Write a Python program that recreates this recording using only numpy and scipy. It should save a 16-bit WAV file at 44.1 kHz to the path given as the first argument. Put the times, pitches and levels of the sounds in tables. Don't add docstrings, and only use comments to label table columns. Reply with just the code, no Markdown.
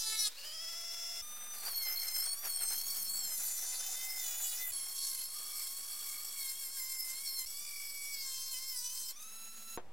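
import sys
import numpy as np
from scipy import signal
from scipy.fft import rfft, irfft
from scipy.io import wavfile
from scipy.ndimage import uniform_filter1d

SR = 44100
rng = np.random.default_rng(int(sys.argv[2]) if len(sys.argv) > 2 else 0)


def store_pcm(level_fs):
    pcm = np.round(np.clip(level_fs, -1, 1) * 32767).astype(np.int16)
    wavfile.write(sys.argv[1], SR, np.atleast_2d(pcm).T)


N = 437472
TIME = np.arange(N) / SR
ROOM_START_S = 9.775

# multiple of the shaft speed (bearings add the ones between
# whole numbers), level_db (before the passage's whine level and the housing)
WHINE_CLOSE = [(1, -69), (2, -69), (3, -65.5), (4, -69), (5, -57), (7, -59.5), (7.68, -53.5), (8, -50),
               (8.3, -61.5), (9, -56.5), (10, -64), (11, -62.5), (12, -65.5), (13, -66), (15, -67),
               (16, -63), (17, -69)]
WHINE_STRIP = [(1, -64.5), (2, -72.5), (3, -60.5), (4, -72), (5, -57), (6, -66), (7, -54.5), (7.67, -64),
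               (8, -61.5), (8.33, -68), (8.67, -67), (9, -63), (10, -67), (11, -59.5), (12, -62)]
WHINE_END = [(1, -68.5), (2, -69), (3, -63.5), (4, -69.5), (5, -59), (6, -66), (7, -65), (7.4, -71),
             (7.7, -73), (8, -60.5), (8.3, -68), (8.6, -71), (9, -71), (10, -64)]
WHINE_MIDDLE = [(1, -73), (2, -72), (3, -67), (4, -64), (5, -62.5), (7, -58), (8, -53.5)]
# start_s, end_s, pace (2 = double speed), motor lines
SHOTS = [(0, 1.22, 1, WHINE_CLOSE), (1.22, 4.72, 2, WHINE_STRIP), (4.72, 7.46, 2, WHINE_MIDDLE),
         (7.46, 9.775, 2, WHINE_END)]
# free_whine_db (added to its lines), whine_change_db at a full stop, air_db,
# left_minus_right_db (of the whole sound)
MOTOR_LEVELS = [(3, -39, -49, -0.4), (1, -72.5, -55.5, 0), (8, -44, -53, -0.9), (3, -42, -54.5, -0.07)]
# free_speed_hz, opening_speed_hz
SPEEDS = [(688, 446), (1208, 1202), (1338, 1095), (1338, 1112)]
RELEASES = [.29, 9.12]
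# start_s, length_s, swing (share of the shaft speed)
JUDDERS = [(1.56, .19, .02), (2, .07, 0.034), (2.24, 0.043, 0.022), (2.42, 0.075, 0.018),
           (2.89, 0.2, 0.025), (3.37, .34, 0.011), (4.05, .62, .008), (4.88, .42, .017), (5.44, .24, 0.021),
           (5.75, 0.8, .012), (7.2, 0.098, 0.0081), (7.55, 0.36, .012), (8.86, .27, 0.013)]
# start_s, offset (full scale = 1)
OFFSETS = [(0, .0023), (1.22, .0033), (4.72, .002), (7.46, .0029), (9.775, .0055)]
# pitch_hz, level_db (relative)
RING_CORNER = [(430, -21), (860, -15.5), (1290, -11), (2150, -10), (3020, -13), (3450, -4), (3880, 7),
               (6040, -2), (6470, -7), (7330, -5), (8190, -12.5), (10350, -7), (12510, -18), (15530, -26)]
RING_ENTRY = [(540, -40), (1080, -24.5), (2160, -13.5), (2650, -20), (3180, -12), (3650, -17.5),
              (4320, 4.5), (5400, 1.5), (6490, -5), (7570, -7.5), (8650, -1.5), (9730, -3.5), (10810, -7),
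              (11890, 0.5), (12970, -2.5), (14050, -2), (15130, -7)]
RING_DEEP = [(500, -26), (1010, -21), (2010, -11), (3020, -15.5), (3520, -5.5), (4030, -6), (4530, -3),
             (5040, -10), (6040, 3.5), (6550, -6), (7050, 2.5), (8700, 0.5), (12080, -1.5), (14100, -5),
             (15610, -7)]
RING_DEEPER = [(500, -26), (1010, -25), (2010, -13), (3020, -8), (3520, -1), (4030, -7), (5040, -6),
               (6040, -3), (6550, -4), (7000, 4), (8060, -1.5), (11080, 4.5), (12080, -3), (14100, 6),
               (15610, 0.5)]
RING_MIDDLE = [(540, -48), (1080, -21), (1650, -9), (2200, -9.5), (3240, -5), (3850, -4), (4370, 5),
               (5400, 2), (6480, -9), (7650, 4), (8700, -1.5), (9710, -1.5), (10790, 2.5), (11870, 1.5),
               (12950, 4), (14030, -6), (15110, -5)]
RING_LATE = [(540, -28), (1060, -22), (1600, -11), (2120, -6.5), (2600, -12), (3180, -9), (3700, -9),
             (4240, -0.5), (4750, 0), (5280, 3), (6350, -8.5), (7450, 2.5), (8500, 0), (9600, -1.5),
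             (10700, 1), (11700, 0), (12750, 5), (14000, -9), (15110, -6)]
RING_FAR = [(560, -25), (1120, -18.5), (1690, -28), (2250, -9), (2810, -12), (3380, -16), (3930, -19),
            (4500, -1.5), (5060, 4.5), (5620, 0), (6180, -13), (6750, -11.5), (7870, 3.5), (9000, -6),
            (10100, -3.5), (11200, -12), (12500, 0), (14050, -7), (15730, -13)]
RING_EXIT = [(520, -27), (1050, -19), (2090, -14.5), (2620, -11.5), (3150, -7), (3680, -12), (4190, -0.5),
             (4720, -1), (5230, 2), (5760, -1), (6280, -5.5), (6800, -5), (7850, 5), (9940, 2.5),
             (12030, 2), (13080, 4), (15700, -1.5)]

SHORT_PART = TIME < SHOTS[0][1]
TOUCH_S = .022


def amp(db):
    return 10 ** (np.asarray(db) / 20)


def unit(x):
    return x / np.sqrt(np.mean(x ** 2) + 1e-20)


def colour(x, points):
    f, db = np.transpose(points)
    hz = np.fft.rfftfreq(4096, 1 / SR)
    log_gain = np.log(amp(np.interp(np.log(hz + 1), np.log(f + 1), db)))
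    cepstrum = irfft(log_gain)
    cepstrum[1:len(hz) - 1] *= 2
    cepstrum[len(hz):] = 0
    response = irfft(np.exp(rfft(cepstrum)))
    return signal.oaconvolve(x, response)[:N]


def noise(points):
    return unit(colour(rng.standard_normal(N), points))


def tremble(hz, width_hz):
    f = np.fft.rfftfreq(N, 1 / SR)
    band = np.exp(-.5 * ((f - hz) / width_hz) ** 2)
    return unit(irfft(rfft(rng.standard_normal(N)) * band, N))


def steady(x, size=5000):
    power = abs(uniform_filter1d(x ** 2, size))
    return x / np.sqrt(power + 1e-6 * np.mean(x ** 2))


def within(start, end, fade):
    return np.clip(.5 + np.minimum(TIME - start, end - TIME) / fade, 0, 1)


def arch(start, length):
    return np.sin(np.pi * np.clip((TIME - start) / length, 0, 1))


def arches(rows):
    return sum(height * arch(start, length) for start, length, height in rows)


def swells(rows):
    return sum(amp(db) * arch(start, length) for start, length, db in rows)


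def per_shot(rows):
    starts = [shot[0] for shot in SHOTS]
    return np.transpose(rows)[:, np.searchsorted(starts, TIME, "right") - 1]


def join_dips():
    return 1 - .75 * sum(within(s - .0065, s + .0005, .005) for s, _ in OFFSETS[1:])


def room_tone():
    # pitch_hz, level_db per Hz (relative)
    room_colour = [(35, -22), (60, -12), (398, -16), (492, -12), (1060, -18), (1440, -24.5), (2470, -26),
                   (2650, -29.5), (16000, -43)]
    return amp(-62.5) * noise(room_colour) * (TIME >= ROOM_START_S)


def low_rumble():
    # pitch_hz, level_db per Hz (relative)
    rumble_colour = [(20, 0), (70, 6), (120, -24), (190, 8.5), (260, -6), (450, -21), (2000, -70)]
    # start_s, length_s, level_db
    drones = [(1.1, 0.75, -78.5), (2.35, 1.3, -73), (9.05, 1.4, -73.5)]
    return amp(-84.5) * noise(rumble_colour) + swells(drones) * tremble(hz=215, width_hz=26)


def knock():
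    # pitch_hz, level_db (relative), t60_s (time to fall by 60 dB)
    table_top = [(270, -20, 0.096), (364, -2, 0.12), (474, 11.5, 0.023), (714, -2, 0.066), (904, 4.5, 0.04),
                 (1314, -1.5, 0.018), (1475, -9, 0.05), (1800, -10, 0.04), (2790, -14, 0.027)]
    # time_s, level_db
    knocks = [(9.775, -41), (9.796, -57)]
    # pitch_hz, level_db per Hz (relative)
    scatter_colour = [(150, -16), (500, 2), (1000, 0), (2000, -11), (4500, -20), (8000, -34), (16000, -45)]
    scatter_db, scatter_t60_s, rise_s = -0.5, 0.076, 0.00018
    out, scatter = np.zeros(N), noise(scatter_colour)
    for s, level_db in knocks:
        t = TIME[TIME >= s] - s
        first = N - len(t)
        top = sum(amp(db - 60 * t / t60) * np.cos(2 * np.pi * hz * t) for hz, db, t60 in table_top)
        room = amp(scatter_db - 60 * t / scatter_t60_s) * scatter[first:]
        out[first:] += amp(level_db) * (1 - np.exp(-t / rise_s)) * (room - top)
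    return out


def contact():
    # start_s, end_s, drag_hz, bite_db, treble_db, twist (share of the shaft speed),
    # limp (0-1: how unlike two successive strikes are), grit_db (against the strikes), crumbs_db
    cuts = [(-.02, 0.285, 256, -39.5, -43, 0.0012, 0.04, -14, -72),
            (1.53, 1.663, 38, -55.5, -47.5, 0.0077, 0.1, 0, -57),
            (1.659, 2.344, 84.5, -42, -40.5, 0.013, 0, -16, -59),
            (2.338, 2.44, 9.5, -54, -45, .007, 0.1, -14, -63),
            (2.44, 3.25, 85, -43.5, -40.5, .015, 0.1, -8, -60.5),
            (3.249, 3.95, 186, -43, -43, 0.0038, 0.62, -5, -60),
            (3.95, 4.72, 171, -45.5, -42.5, 0.0054, 0.68, -10, -59.5),
            (4.722, 4.949, 252, -48.5, -45, 0.011, 0.03, -4, -64.5),
            (4.95, 6.398, 227, -50.5, -46.5, 0.014, 0.32, -3.5, -69),
            (6.4, 7.46, 201, -50, -47, 0.0065, 0.4, -6, -74),
            (7.46, 8.13, 209, -49.5, -47.5, 0.0052, 0.45, -5.5, -89),
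            (8.129, 9.12, 253, -45.5, -47, 0.0037, 0.56, -10, -80),
            (9.215, 9.24, 0, -59, -53, 0.019, 0, 3, -80)]
    # start_s, length_s, extra_drag_hz, extra_bite_db, extra_treble_db
    pushes = [(0.172, 0.13, 44, 4, 6), (1.674, 0.077, 153, -4, -0.5), (1.764, 0.18, 122, 1, 1),
              (1.932, 0.29, 95, 0.5, -1), (2.144, 0.1, 31, 3, 4.5), (2.408, 0.13, 95, -2, 1),
              (2.514, 0.27, 96, -1, 2), (2.67, 0.078, 0, 3.5, 2.5), (2.938, 0.13, 90, -2, 2),
              (3.147, 0.13, 83, 1, -2), (3.234, 0.41, 18, -2, 3), (4.163, 0.205, 86, 2.5, 1),
              (4.359, 0.201, 82, 3, 3.5), (4.624, 0.094, 76, -8, 4.5), (4.712, .14, 10, 1.5, 5),
              (4.941, 0.19, 22.5, 9.5, 5), (5.061, 0.21, 80, 3.5, 4.5), (5.485, 0.25, 35.5, 3.5, 4),
              (6.043, 0.092, 37, 2.5, 3.5), (6.354, 0.21, 92, 4.5, 5.5), (6.595, 0.099, 141, 0.5, 4.5),
              (6.725, 0.14, 144, 4, 5.5), (6.81, 0.39, 109, 5.5, 4.5), (7.233, 0.101, 118, 9.5, 4.4),
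              (7.33, 0.121, 154, 9.5, 6.2), (7.529, .13, -65, -0.5, -0.5), (8.126, 0.37, 38, 1.5, 1),
              (8.505, 0.06, 175, 0.5, 4), (8.666, 0.18, 150, 1.5, 3.5), (8.821, 0.078, 92.5, 4, 1.5),
              (8.891, 0.25, 49, -0.5, 2)]
    # start_s, end_s
    grips = [(.178, 0.33), (1.75, 2), (2.15, 2.18), (2.28, 2.7), (2.83, 2.895), (3.08, 3.15), (3.25, 3.37),
             (4.72, 4.55), (7.35, 7.45)]
    start, end, drag, bite_db, treble_db, twist, limp, grit_db, crumbs_db = np.transpose(cuts)
    touch = within(start[:, None], end[:, None], TOUCH_S)
    push = np.array([arch(*row[:2]) for row in pushes])
    more_drag, more_bite_db, more_treble_db = np.transpose(pushes)[2:] @ push
    unsteady_db = 0.7 * tremble(8, 6)
    bite = amp(bite_db) @ touch * amp(more_bite_db + unsteady_db)
    treble = amp(treble_db) @ touch * amp(more_treble_db + unsteady_db)
    grip = sum(within(a, b, TOUCH_S) for a, b in grips)
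    loose = 1 - 0.35 * grip
    return (drag @ touch + more_drag, bite, treble, twist @ touch * loose, limp @ touch * (1 - grip),
            amp(grit_db) @ touch * loose, amp(crumbs_db) @ touch)


def shaft_speed(drag):
    inertia_s, swing_hz, swing_share, swing_decay_s = .159, 12.7, 0.0446, .34
    speed = np.full(N, float(SPEEDS[-1][0]))
    for (start, end, pace, _), (free_hz, first_hz) in zip(SHOTS, SPEEDS):
        shot = (TIME >= start) & (TIME < end)
        keep = np.exp(-pace / (inertia_s * SR))
        target_change = free_hz - drag[shot] - first_hz
        speed[shot] = first_hz + signal.lfilter([1 - keep], [1, -keep], target_change)
        for s in RELEASES:
            t = np.maximum(TIME[shot] - s, 0) * pace
            swing = np.exp(-t / swing_decay_s) * np.sin(2 * np.pi * swing_hz * t)
            speed[shot] *= 1 + swing_share * swing
    return speed


def whine(turns, speed):
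    # pitch_hz (at normal pace), level_db
    housing = [(2600, 0), (3020, 5), (3400, -0.5), (4000, -5), (5000, -0.5), (9000, -1), (9700, 5),
               (10400, -3)]
    whip_turns, whip_decay_s = 0.058, 0.18
    flutters = [tremble(0, 45) for _ in range(4)]
    whipping = whip_turns * tremble(0, 160)
    out = np.zeros(N)
    for start, end, pace, lines in SHOTS:
        shot = np.flatnonzero((TIME >= start) & (TIME < end))
        t = TIME[shot]
        freed = sum((t > s) * np.exp(-abs(t - s) * pace / whip_decay_s) for s in RELEASES)
        angle = turns[shot] + whipping[shot] * freed
        for multiple, db in lines:
            swell, drift = (flutters[rng.integers(len(flutters))][(shot + rng.integers(N)) % N]
                            for _ in range(2))
            housing_db = np.interp(multiple * speed[shot] / pace, *np.transpose(housing))
            phase = 2 * np.pi * (multiple * angle + rng.random()) + .25 * drift
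            out[shot] += np.sqrt(2) * amp(db + housing_db + 2.1 * swell) * np.sin(phase)
    return out


def rushing_air(sag):
    # pitch_hz, level_db per Hz (relative)
    air_close = [(59, -17), (100, -16.5), (140, -27.5), (535, -10), (662, -14.5), (818, -12), (1330, -10.5),
                 (4290, -6), (5300, -4.5), (6420, -7), (16000, -7.5)]
    air_strip = [(59, -57), (100, -42), (206, -6), (1100, -4.5), (1330, -3.5), (2930, -4), (3940, -3),
                 (4380, -1.5), (6700, -2), (13500, -1.5), (16000, -1)]
    air = np.where(SHORT_PART, noise(air_close), noise(air_strip)) * amp(1.73 * tremble(0, 25))
    dull = uniform_filter1d(air, size=3)
    return dull + (air - dull) * amp(-14 * sag)


def motor(turns, speed):
    # start_s, length_s, change_db
    whine_swells = [(.4, 0.27, 0.5), (1.53, 0.19, -2), (9.45, 0.23, -3.5), (9.67, 0.11, 2.5)]
    free_db, stall_db, fan_db, _ = per_shot(MOTOR_LEVELS)
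    sag = 1 - speed / per_shot(SPEEDS)[0]
    whine_db = free_db + stall_db * sag + arches(whine_swells)
    air_db = fan_db - 12.5 * sag
    return amp(whine_db) * whine(turns, speed) + amp(air_db) * rushing_air(sag) * (TIME < ROOM_START_S)


def strikes(turns, limp, uneven_db, jitter):
    at = np.flatnonzero(np.diff(np.floor(turns)))
    late = (np.ceil(turns[at]) - turns[at]) / np.diff(turns)[at]
    late = late + jitter * SR * rng.standard_normal(len(at))
    bounce = 1 + limp[at] * (-1) ** np.arange(len(at))
    force = bounce * amp(uneven_db * rng.standard_normal(len(at)))
    taps = np.arange(-8, 9)
    shape = np.sinc(taps - late[:, None]) * np.hanning(len(taps))
    places = np.clip(at[:, None] + taps, 0, N - 1)
    return np.bincount(places.ravel(), (force[:, None] * shape).ravel(), N)


def disperse(x, spread):
    f = np.fft.rfftfreq(N, 1 / SR)
    return irfft(rfft(x) * np.exp(-2j * np.pi * np.sqrt(f * spread)), N)


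def crowd(x):
    z = rfft(x)

    def uneven(size):
        rough = uniform_filter1d(rng.standard_normal(len(z)), size=2400)
        return unit(uniform_filter1d(rough, size=size))

    phase = 2.29 * uneven(2400)
    ripple_db = 1 * uneven(300)
    return irfft(z * amp(ripple_db) * np.exp(1j * phase), N)


def shifting(x, patchy_db):
    # middle_s, half_length_s, pitch_hz, change_db
    band_changes = [(0.049, 0.043, 4950, 2.5), (.18, .05, 2130, 7), (0.215, 0.044, 5720, 11),
                    (0.255, .012, 4250, 6), (.27, .015, 3400, 7), (0.246, 0.045, 10300, 5),
                    (1.77, 0.026, 4300, 6.5), (1.922, 0.033, 4250, -17), (1.94, 0.066, 12500, 10),
                    (1.99, 0.044, 4300, 6.5), (2.19, 0.046, 5250, 5), (2.227, 0.13, 8500, 5.5),
                    (2.307, 0.034, 4350, 5), (2.624, 0.1, 8360, 14.5), (2.797, .12, 6200, 6),
                    (3.157, .07, 4400, 5), (3.19, 0.12, 7580, 14), (3.497, 0.16, 11960, 7),
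                    (3.819, .13, 10500, 6), (4.14, .05, 5180, 11), (4.26, .06, 5400, -3),
                    (4.38, 0.25, 6840, 5), (3.986, 0.083, 3570, 5), (4.62, .035, 7300, -9),
                    (4.656, .06, 12700, 6), (4.79, 0.085, 10850, 11.5), (4.792, 0.085, 4400, 1.5),
                    (5.15, 0.27, 10900, 8.5), (7.008, 0.053, 5210, 7), (7.34, .08, 4300, 9),
                    (7.32, 0.094, 5420, 6.5), (7.507, 0.059, 5000, -1), (7.543, .04, 3400, 11),
                    (8.2, 0.078, 4850, 9), (8.42, 0.13, 4210, 3), (8.874, .1, 5260, -2),
                    (8.9, .12, 6170, 9), (8.9, 0.11, 3005, 0)]
    width_share = .075
    hz, t, z = signal.stft(x, SR, nperseg=512)
    patches = uniform_filter1d(rng.standard_normal(z.shape), size=12, axis=0)
    patches = unit(uniform_filter1d(patches, size=7, axis=1))
    db = patchy_db * patches
    for s, length, band_hz, change_db in band_changes:
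        near_pitch = np.exp(-((hz / band_hz - 1) / width_share) ** 2)
        near_time = np.exp(-np.square((t - s) / length) ** 2)
        db = db + change_db * np.outer(near_pitch, near_time)
    return signal.istft(z * amp(db), SR, nperseg=512)[1][:N]


def ringing_part(turns, limp):
    # start_s, end_s, ring spectrum
    ring_stages = [(0, 1.22, RING_CORNER), (1.22, 3.34, RING_ENTRY), (3.34, 3.8, RING_DEEP),
                   (3.8, 4.72, RING_DEEPER), (4.72, 6.5, RING_MIDDLE), (6.5, 7.46, RING_LATE),
                   (7.46, 8.13, RING_FAR), (8.13, 9.775, RING_EXIT)]
    blows = strikes(turns, limp, uneven_db=1.4, jitter=2e-6)
    blows = np.where(SHORT_PART, disperse(blows, spread=0.0059), crowd(disperse(blows, spread=.12)))
    return sum(np.sqrt(within(a, b, fade=0.052)) * steady(colour(blows, spectrum))
               for a, b, spectrum in ring_stages)


def grinding_grit(turns):
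    # pitch_hz, level_db per Hz (relative)
    grit_colour = [(100, -61), (400, -17), (1500, -26), (2700, -12), (3600, -1.5), (4600, 3), (6000, 9),
                   (8000, 10), (12500, 9.5), (16000, -3.5)]
    pulse = 1.6 + np.exp(-(turns % 1) / 0.3)
    return unit(colour(pulse * rng.standard_normal(N), grit_colour))


def resin_crumbs(crumbling):
    # pitch_hz, level_db per Hz (relative)
    crumb_colour = [(60, -12.5), (130, -29), (200, -17), (400, -6.5), (600, -2), (760, 3.5), (1000, -3),
                    (1400, 2), (2500, -1), (4000, -9), (9000, -18.5)]
    # start_s, length_s, level_db
    noise_swells = [(1.23, 0.4, -59), (1.58, .14, -51.5), (1.85, 0.095, -51), (1.98, 0.24, -59),
                    (2.42, 0.086, -49.5), (2.59, 0.085, -53.5), (2.68, 0.076, -50.5), (4.22, .3, -62)]
    crumbs = unit(noise(crumb_colour) * amp(1.8 * tremble(0, 200) + 2 * tremble(0, 20)))
    return np.hypot(crumbling, swells(noise_swells)) * crumbs


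def singing_strip(turns, judder):
    # start_s, length_s, level_db
    singing = [(1.75, 0.26, -51), (1.95, 0.32, -58), (3.94, 0.34, -51.5), (4.58, 0.12, -50),
               (4.72, 0.23, -65), (5.45, 0.32, -67), (6.03, 0.22, -60), (6.33, 0.21, -55),
               (6.6, 0.93, -57.5), (7.52, 0.6, -55), (7.93, 0.4, -49.5), (8.48, 0.381, -59.5)]
    # start_s, length_s, pitch_hz, level_db
    ringing = [(1.493, 0.39, 4340, -53.5), (2.4, 0.93, 4280, -63), (3.32, 1.5, 767, -66),
               (4.92, 0.9, 4380, -56.5), (5.245, 0.45, 1208, -63), (5.75, 0.7, 1200, -66)]
    song = unit(np.sin(4 * np.pi * turns) * abs(1 + 77 * judder))
    scraped = sum(amp(db) * arch(s, length) * tremble(hz, width_hz=0.034 * hz)
                  for s, length, hz, db in ringing)
    return swells(singing) * song + scraped


def cutting(turns, bite, sizzle, twist, limp, grit, crumbling, judder):
    skid = np.hypot(.75 * twist, 0.64 * arches(JUDDERS)) * tremble(0, 140)
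    ring = ringing_part(turns + skid, limp)
    chatter_db = (.4 + 70 * twist) * tremble(46, 30)
    sound = (shifting(ring, patchy_db=3.5) + grit * grinding_grit(turns)) * amp(chatter_db)
    body = signal.sosfiltfilt(signal.butter(6, 7500, fs=SR, output="sos"), sound)
    body, treble = steady(body, size=3200), steady(sound - body, size=3200)
    strip = singing_strip(turns + skid, judder)
    return bite * body + sizzle * treble + resin_crumbs(crumbling) + strip


def wheel_turns(speed, twist, judder):
    spring_hz = 38 * (1 + .18 * tremble(0, 5))
    spring = np.sin(2 * np.pi * np.cumsum(spring_hz) / SR) * (1 + .3 * tremble(0, 6))
    return np.cumsum(speed * (1 + twist * unit(spring) + judder)) / SR


def side_reflections(mid):
    # pitch_hz, level_db
    width_close = [(100, -22), (1000, -43), (2200, -23), (4000, -8), (8000, -7.5), (16000, -3)]
    width_strip = [(100, -26), (1000, -40), (2500, -72), (5000, -18), (8000, -10), (16000, -8)]
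    width_room = [(100, -23), (500, -19), (1000, -9), (2200, -2), (8000, -1)]
    t = TIME[:SR // 5]
    echoes = rng.standard_normal(len(t)) * amp(-60 * t / 0.087)
    wet = signal.oaconvolve(mid, echoes / np.linalg.norm(echoes))[:N]
    return np.select([SHORT_PART, TIME < ROOM_START_S],
                     [colour(wet, width_close), colour(wet, width_strip)], colour(wet, width_room))


def scene():
    drag, bite, sizzle, twist, limp, grit, crumbling = contact()
    speed = shaft_speed(drag)
    judder = arches(JUDDERS) * tremble(hz=60.1, width_hz=21.77)
    turns = wheel_turns(speed, twist, judder)
    work = cutting(turns, bite, sizzle, twist, limp, grit, crumbling, judder)
    tool = (work + motor(turns, speed)) * join_dips()
    mid = tool + knock() + room_tone() + low_rumble()
    side = side_reflections(mid)
    lean = amp(per_shot(MOTOR_LEVELS)[-1] / 2)
    return np.array([(mid + side) * lean, (mid - side) / lean])


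def record(dry):
    start, offset = np.transpose(OFFSETS)
    steps = offset[np.searchsorted(start, TIME, "right") - 1]
    drift = uniform_filter1d(steps * join_dips(), size=200)
    low_pass = signal.firwin(511, 16050, window=("kaiser", 9), fs=SR)
    return signal.oaconvolve(dry, low_pass[None], "same") + drift


dry = scene()
out = record(dry)
store_pcm(out)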